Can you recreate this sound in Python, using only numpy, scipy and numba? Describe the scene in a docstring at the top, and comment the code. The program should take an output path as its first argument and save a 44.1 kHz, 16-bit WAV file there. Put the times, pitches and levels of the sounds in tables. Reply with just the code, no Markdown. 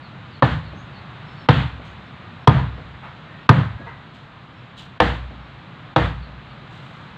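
"""A steady outdoor hum and a small bird's chirp come first, then a heavy wooden mallet strikes a plywood boat hull.
Of six blows in an open yard, the first four move back towards amidships and the last two fall at the bow.
Each is a noisy crack and a knock of short planking modes, a low boom, slow hull modes and rattling noise bands,
with a dull echo from a far wall. Birds and distant tones are gliding sines; shoes, clothes and hum are shaped noise;
loose gear rings once. The recorder's limiter ducks loud peaks, and what still overshoots is rounded off."""
import sys
import numpy as np
from scipy import signal
from scipy.fft import rfft, irfft, next_fast_len
from scipy.io import wavfile
from scipy.ndimage import uniform_filter1d
from numba import njit

SR = 44100
rng = np.random.default_rng(int(sys.argv[2]) if len(sys.argv) > 2 else 0)


def dump_mix(stems):
    """Bounce the given channels to the path in sys.argv[1] as a 16-bit WAV at rate SR."""
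    frames = np.atleast_2d(stems).T  # one column per channel
    limited = np.clip(frames, -1, 1)  # hard clip at full scale
    pcm = np.round(limited * 32767).astype(np.int16)
    wavfile.write(sys.argv[1], SR, pcm)


N = 316505  # length of the scene [samples]
T = np.arange(int(1.3 * SR)) / SR  # time within one short sound [s]

# In all spectra and mode lists the levels are relative: they set the balance inside one sound.

# outdoor background: spectrum (frequency [Hz], density [dB per Hz])
YARD_SPECTRUM = [(30, -17), (60, -13.5), (90, -5.5), (135, 1.5), (220, -9), (420, -19), (800, -16),
                 (1250, -14.5), (2300, -21.5), (3900, -25.5), (5500, -49.5), (7300, -50), (9500, -66.5),
                 (15000, -72)]
# outdoor background: slow level changes (time [s], level [dB])
YARD_LEVEL = [(0, -40), (1.3, -38), (2.3, -39), (4.3, -41.5), (5.6, -40), (7.1, -39)]

# a bird's quick falling chirps (time [s], relative level [dB])
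CHIRP_CALLS = [(0.0, -47), (0.3, -46), (0.628, -48), (0.917, -46), (1.34, -50), (6.19, -50), (6.47, -53)]
# one such chirp (length [s], start pitch [Hz], end pitch [Hz])
CHIRP_NOTE = (.1, 4780, 3800)
# a high rising call (time [s], relative level [dB])
RISING_CALLS = [(.72, -60), (1.81, -65)]
# one rising note (length [s], start pitch [Hz], end pitch [Hz])
RISING_NOTE = (.14, 5850, 7100)
# thin, nearly level peeps from far off (time [s], relative level [dB])
PEEP_CALLS = [(1.24, -60), (1.35, -58), (2.02, -67), (2.37, -67), (2.69, -72), (3.02, -69), (3.38, -69),
              (4.52, -68), (5.37, -70)]
# one peep (length [s], start pitch [Hz], end pitch [Hz])
PEEP_NOTE = (.13, 5380, 5220)
# faint, drawn-out distant tones (time [s], length [s], pitch [Hz], relative level [dB])
DISTANT_TONES = [(2.1, .26, 1232, -42.5), (3.19, 0.26, 1860, -41), (3.72, 0.23, 1666, -39.5)]
NOTE_SPREAD = 0.011  # random spread between a bird's notes [share of the pitch]
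TONE_WAVER = 0.022  # [share of the pitch]

# ringing modes of a piece of loose gear (frequency [Hz], time to fall 60 dB [s], level [dB])
CLINK_MODES = [(457, 0.25, -4.5), (930, 0.21, 3.5), (1190, .2, -6), (1620, 0.7, -8.5), (1945, 0.53, -3.5),
               (2070, 0.48, -7)]
CLINK_S, CLINK_DB = 3.862, -36.5  # when it is nudged [s], how loudly it clinks [dB]

# shoes scuffing the ground (time [s], level [dB])
STEP_TIMES = [(3.02, -37), (3.85, -38.5)]
# spectrum of a scuff (frequency [Hz], density [dB per Hz])
STEP_SPECTRUM = [(200, -29), (600, -3.5), (1050, 3), (2000, -5.5), (3500, -20), (5500, -41), (8000, -46),
                 (15000, -66)]
# rustling clothes (time [s], length [s], level [dB])
RUSTLE_TIMES = [(1.831, .1, -53), (4.125, 0.1, -54.5), (4.761, 0.085, -42), (6.688, 0.41, -55)]
# spectrum of a rustle (frequency [Hz], density [dB per Hz])
RUSTLE_SPECTRUM = [(1000, -30), (2300, -14), (3000, 1), (4000, -4.5), (5300, -21.5), (7500, -20.5),
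                   (10000, -38), (15000, -41)]
STEP_S, RUB_RISE_S = 0.088, 0.015  # length of a scuff [s], build-up of a scuff or rustle [s]

# mallet blows (time [s], force [dB], crack [dB], rattle tilt [dB per octave], buzz [dB],
# spot [0 amidships, 3 and beyond at the bow])
MALLET_BLOWS = [(0.4227, -4.5, 0.5, 0.1, 0.5, 2), (1.487, -0.5, 4, 0.6, 5.5, 1.67),
                (2.473, 0.2, -1, -0.84, -2, 1), (3.4904, 0, 0, -0.5, -0.5, 0),
                (5.001, -3, 2.5, 1.07, 0.5, 3), (5.961, -4.5, 0.5, 0.1, 1, 3.5)]
# the contact crack (frequency [Hz], density [dB per Hz])
CRACK_SPECTRUM = [(150, -11), (500, 3.5), (1100, 9), (2200, -8.5), (3900, -11), (5000, -27), (8000, -51.5),
                  (15000, -69.5)]
# planking modes under the mallet (frequency [Hz], time to fall 60 dB [s], levels at spots 0, 1, 2, 3 [dB each])
PLANK_MODES = [(254, 0.1, -4.5, -9, -3.5, -38), (316.4, 0.12, -14, -14.5, -13, -6.5),
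               (424, .06, -10.5, -6.5, -21, -23), (492, 0.11, -10, -8.5, -7, -5),
               (544, .06, -24, -27, 1, -6.5), (672.5, 0.045, -8, -23.5, -31, 3.5),
               (779.4, 0.098, -23, -38, -6.5, -8), (907, 0.065, -4, -0.5, -2.5, -1.5),
               (963, 0.08, -18, -2.5, -8, -8), (1027.5, 0.055, 1, 3.5, -5.5, -3.5),
               (1128, 0.033, -4, -3.5, 2.5, -5), (1239, 0.09, -2, -4.5, -15, -13),
               (1372, 0.037, -6, -13, -28.5, -26), (1552, 0.082, -1, -29, -11.5, -14),
               (1740, 0.091, -21, -27, -9, -16), (1785, 0.13, -27, -26, -17, -18),
               (1854, 0.048, -5.5, -17.5, -10, -21), (2820, 0.048, -39, -25, -26.5, -13),
               (3330, 0.025, -17, -4.5, -22.5, -29), (3450, 0.02, -14, -17.5, -17, -5.5)]
# slow modes of the whole hull (frequency [Hz], time to fall 60 dB [s], levels at spots 0, 1, 2, 3 [dB each])
HULL_MODES = [(60.1, 1, -46, -40, -30.5, -20), (65.96, 1, -33, -24, -27, -28.5),
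              (80, 0.36, -29, -25, -19.5, -37), (89.1, 0.5, -29, -19, -25, -23.5),
              (107.9, 0.78, -21.5, -34, -25.5, -35), (117.5, 0.37, -23, -24, -23, -37),
              (130.6, 0.23, -23, -18, -14.5, -22), (157.6, 0.49, -26, -19, -14.5, -43),
              (181.4, 0.39, -16, -20, -29, -33), (217.3, 0.24, -18, -19, -13.5, -37),
              (275.6, 0.42, -28, -27.5, -24, -28.5), (474, 0.22, -37, -33.5, -25, -13.5)]
# dense rattle of ribs and boards (frequency [Hz], density [dB per Hz])
RATTLE_SPECTRUM = [(40, -21), (90, -5), (160, -3.5), (260, -9.5), (400, -14), (650, -12), (900, -14.5),
                   (1250, -16.5), (1900, -19), (2300, -26), (3400, -27), (4400, -37), (5300, -53),
                   (7500, -54.5), (10000, -75.5), (15000, -74)]
# how long it rattles, before the length factor (frequency [Hz], time to fall 60 dB [s])
RATTLE_DECAY = [(80, 0.68), (250, 0.27), (600, 0.27), (1300, 0.4), (3500, 0.41), (10000, 0.45)]
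BOOM_NODE_SPOT = 3.06  # the boom is fullest amidships and vanishes at this spot, where the bow is stiff
HULL_DB = 6.9
# the rattle's gain ignores the force, but a harder blow rattles for longer
RATTLE_DB, RATTLE_LENGTH, RATTLE_LENGTH_PER_DB = -7.5, 1.084, 0.026  # [dB], [factor], [factor per dB of force]
BUZZ_HZ, BUZZ_OCTAVES = 3100, .33  # a loose board's buzz within the rattle: centre [Hz], width [octaves]
WALL_S, WALL_DB = .3, -23.5  # the far wall's echo: delay [s], level [dB]

CUT_HZ = 15700  # the finished sound has almost nothing above this [Hz]


def undb(db):
    """Turn decibels into a gain."""
    return 10 ** (np.asarray(db) / 20)


def unit(x):
    """Scale to an average (rms) strength of 1."""
    return x / np.sqrt(np.mean(x ** 2))


def add(out, s, x):
    """Mix x into out from time s [s] on."""
    i = max(int(s * SR), 0)
    out[i:i + len(x)] += x[:len(out) - i]


def at(points, hz):
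    """Read a (frequency [Hz], value) table between its points, on a log-frequency axis."""
    f, value = np.transpose(points)
    return np.interp(np.log(hz + 1), np.log(f), value)


def bands(spectrum, size):
    """Shape noise to a spectrum and rms 1, then split it into overlapping bands: (centre [Hz], band) pairs."""
    hz = np.fft.rfftfreq(size, 1 / SR)
    white = rfft(rng.standard_normal(size))
    shaped = unit(irfft(white * undb(at(spectrum, hz)), size))
    noise = rfft(shaped)
    for centre in 28 * 2 ** np.arange(0, 9.6, .5):  # half-octave steps
        weight = np.maximum(1 - 2 * abs(np.log2((hz + 1) / centre)), 0)
        yield centre, irfft(noise * weight, size)


def walk(rate):
    """Make a random wander of rms 1 by smoothing about rate random steps per second."""
    k = int(SR / rate)
    steps = np.repeat(rng.standard_normal(N // k + 1), k)
    return unit(uniform_filter1d(uniform_filter1d(steps, k), k)[:N])


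def fade(t60):
    """Exponential decay, 60 dB down after t60 [s]."""
    return np.exp(-np.log(1000) * T / t60)


def swell(s):
    """Smooth rise over about s seconds."""
    return 1 - np.exp(-(T / s) ** 2)


def ring(modes, spot, detune, turn):
    """Sum decaying sine modes; the struck spot sets their strengths, and each lags the last by turn cycles."""
    shifts = 1 + detune * rng.standard_normal(len(modes))
    total = np.zeros(len(T))
    for k, (hz, t60, *db) in enumerate(modes):
        strength = undb(np.interp(spot, np.arange(len(db)), db))
        wave = np.sin(2 * np.pi * (hz * shifts[k] * T - turn * k))
        total += strength * fade(t60) * wave
    return total


def scatter(x, t60):
    """Smear a sound over many small reflections, modelled as fading noise."""
    paths = rng.standard_normal(len(T)) * fade(t60)
    return signal.fftconvolve(x, paths / np.linalg.norm(paths))[:N]


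def yard():
    """Distant rumble and hiss: all noise bands drift together and each flickers a little."""
    drift_db = .35 * walk(2)
    s, db = np.transpose(YARD_LEVEL)
    level_db = np.interp(np.arange(N) / SR, s, db) + drift_db
    hum = np.zeros(N)
    for _, band in bands(YARD_SPECTRUM, next_fast_len(N)):
        hum += band[:N] * undb(level_db + .5 * walk(14))
    return hum


def whistle(length, start_hz, end_hz, waver):
    """One gliding sine that swells and fades, its pitch wavering by a small share."""
    size = int(length * SR)
    hz = np.linspace(start_hz, end_hz, size) * (1 + waver * walk(600)[:size])
    return np.hanning(size) * np.sin(2 * np.pi * np.cumsum(hz) / SR)


def birds():
    """Each bird repeats its own gliding note; the trees smear these and the distant tones."""
    out = np.zeros(N)
    singers = ((CHIRP_CALLS, CHIRP_NOTE, .02), (RISING_CALLS, RISING_NOTE, .03), (PEEP_CALLS, PEEP_NOTE, .016))
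    for calls, (length, start_hz, end_hz), waver in singers:
        for s, db in calls:
            pitch = 1 + NOTE_SPREAD * rng.standard_normal()
            add(out, s, undb(db) * whistle(length, pitch * start_hz, pitch * end_hz, waver))
    for s, length, hz, db in DISTANT_TONES:
        add(out, s, undb(db) * whistle(length, hz, hz, TONE_WAVER))
    return .45 * out + .5 * scatter(out, t60=.2)  # direct sound plus smear


def clink():
    """A small metal object is nudged and its modes ring briefly."""
    out = np.zeros(N)
    tones = ring(CLINK_MODES, 0, detune=0.0016, turn=0.45) * swell(0.0063)
    add(out, CLINK_S, undb(CLINK_DB) * tones)
    return out


def rub(spectrum, length, grain_db):
    """Friction noise that rises quickly and trails off; grain_db sets how unevenly it rubs."""
    noise = sum(band for _, band in bands(spectrum, len(T)))
    noise = noise * undb(grain_db * walk(250)[:len(T)])
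    return unit(noise) * swell(RUB_RISE_S) * np.exp(-(T / length) ** 2)


def scuffs():
    """The worker shifts his feet and his clothes rustle: short bursts of friction noise."""
    out = np.zeros(N)
    for s, db in STEP_TIMES:
        add(out, s, undb(db) * rub(STEP_SPECTRUM, STEP_S, grain_db=0.0))
    for s, length, db in RUSTLE_TIMES:
        add(out, s, undb(db) * rub(RUSTLE_SPECTRUM, length, grain_db=2.0))
    return out


def knocking(crack_db, spot):
    """The mallet's contact crack and the planking modes it sets off, with two early returns."""
    crack = sum(band for _, band in bands(CRACK_SPECTRUM, len(T))) * fade(0.044) * swell(0.00086)
    planks = ring(PLANK_MODES, spot, detune=0.0084, turn=0.3574) * swell(0.00096)
    knock = undb(4.5) * planks + undb(crack_db + 5.5) * crack
    # it comes back once from close by, then as a blur from the trees and sheds
    blur = scatter(knock, t60=0.38)[:len(T)] * swell(0.037)
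    add(knock, .019, undb(-13.5) * knock)
    add(knock, .08, undb(-27) * blur)
    return knock


def bloom(hz, glide, peak_s, sharpness, db):
    """A low tone that builds up to peak_s and dies away, its pitch sinking by a share glide per second."""
    rise = T / peak_s
    cycles = hz * np.cumsum(np.exp(-glide * (T - peak_s))) / SR
    return undb(db) * (rise * np.exp(1 - rise)) ** sharpness * np.sin(2 * np.pi * cycles)


def booming(spot):
    """The broad panel swings out first, and the hollow of the hull swells after it."""
    panel = bloom(hz=133.5, glide=11.0, peak_s=0.0143, sharpness=8.8, db=12.5)
    hollow = bloom(hz=135.55, glide=1.0, peak_s=0.095, sharpness=6.0, db=-13.0)
    return np.cos(np.pi / 2 * spot / BOOM_NODE_SPOT) * (panel + hollow)


def rattling(force_db, tilt_db, buzz_db):
    """Ribs and boards chatter as noise bands, each with its own decay, and a far wall answers."""
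    length = RATTLE_LENGTH + RATTLE_LENGTH_PER_DB * force_db
    rattle = np.zeros(len(T))
    for hz, band in bands(RATTLE_SPECTRUM, len(T)):
        tilt = tilt_db * np.log2(hz / 1000)
        buzz = buzz_db * np.exp(-.5 * (np.log2(hz / BUZZ_HZ) / BUZZ_OCTAVES) ** 2)
        rattle += band * fade(length * at(RATTLE_DECAY, hz)) * undb(tilt + buzz)
    rattle = rattle * swell(0.0053)
    rattle = rattle * undb(0.5 * walk(200)[:len(T)])  # the boards chatter unevenly
    # the wall returns a faster-fading, dull copy
    dull = signal.butter(2, [180, 700], "bandpass", fs=SR, output="sos")
    thud = signal.sosfilt(dull, rattle * fade(0.8) * swell(0.0064))
    add(rattle, WALL_S, undb(WALL_DB) * thud)
    return rattle


def blow(force_db, crack_db, tilt_db, buzz_db, spot):
    """One blow joins knock, boom and hull ring, which follow the force, to the rattle."""
    knock = knocking(crack_db, spot)
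    boom = booming(spot)
    hull = ring(HULL_MODES, spot, detune=0.0073, turn=0.501) * swell(0.016)
    rattle = rattling(force_db, tilt_db, buzz_db)
    return undb(force_db) * (knock + boom + undb(HULL_DB) * hull) + undb(RATTLE_DB) * rattle


def mallet():
    """All the blows in turn, their ringing tails overlapping."""
    out = np.zeros(N)
    for s, *stroke in MALLET_BLOWS:
        add(out, s, blow(*stroke))
    return out


def scene():
    """The boatyard on one channel: all sources added together."""
    return (yard() + birds() + clink() + scuffs() + mallet())[None]


@njit
def recover(cut, step):
    """Hold each gain cut [dB] and let it go by a fixed step a sample."""
    out = cut.copy()
    for i in range(1, len(cut)):
        out[i] = max(cut[i], out[i - 1] - step)
    return out


def limiter(x, threshold_db=-5, depth_db=9.5, release_db_per_s=90, ahead_s=0.02):
    """Look-ahead limiter of limited depth: it ducks just before a peak and recovers during the tail."""
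    cut = np.clip(20 * np.log10(abs(x) + 1e-9) - threshold_db, 0, depth_db)
    cut = uniform_filter1d(recover(cut, release_db_per_s / SR), size=300)
    early_cut = np.interp(np.arange(N) + ahead_s * SR, np.arange(N), cut)
    return x * undb(-early_cut)


def record(dry):
    """The microphone sheds the deepest bass, the limiter ducks, overshoots are clipped and the top is cut."""
    x = signal.sosfilt(signal.butter(2, 38, "highpass", fs=SR, output="sos"), dry[0])
    x = limiter(x)
    x = x / (1 + (x / .93) ** 8) ** (1 / 8)  # clip with slightly rounded corners
    return signal.sosfilt(signal.ellip(8, .2, 70, CUT_HZ, fs=SR, output="sos"), x)[None]


dry = scene()
out = record(dry)
dump_mix(out)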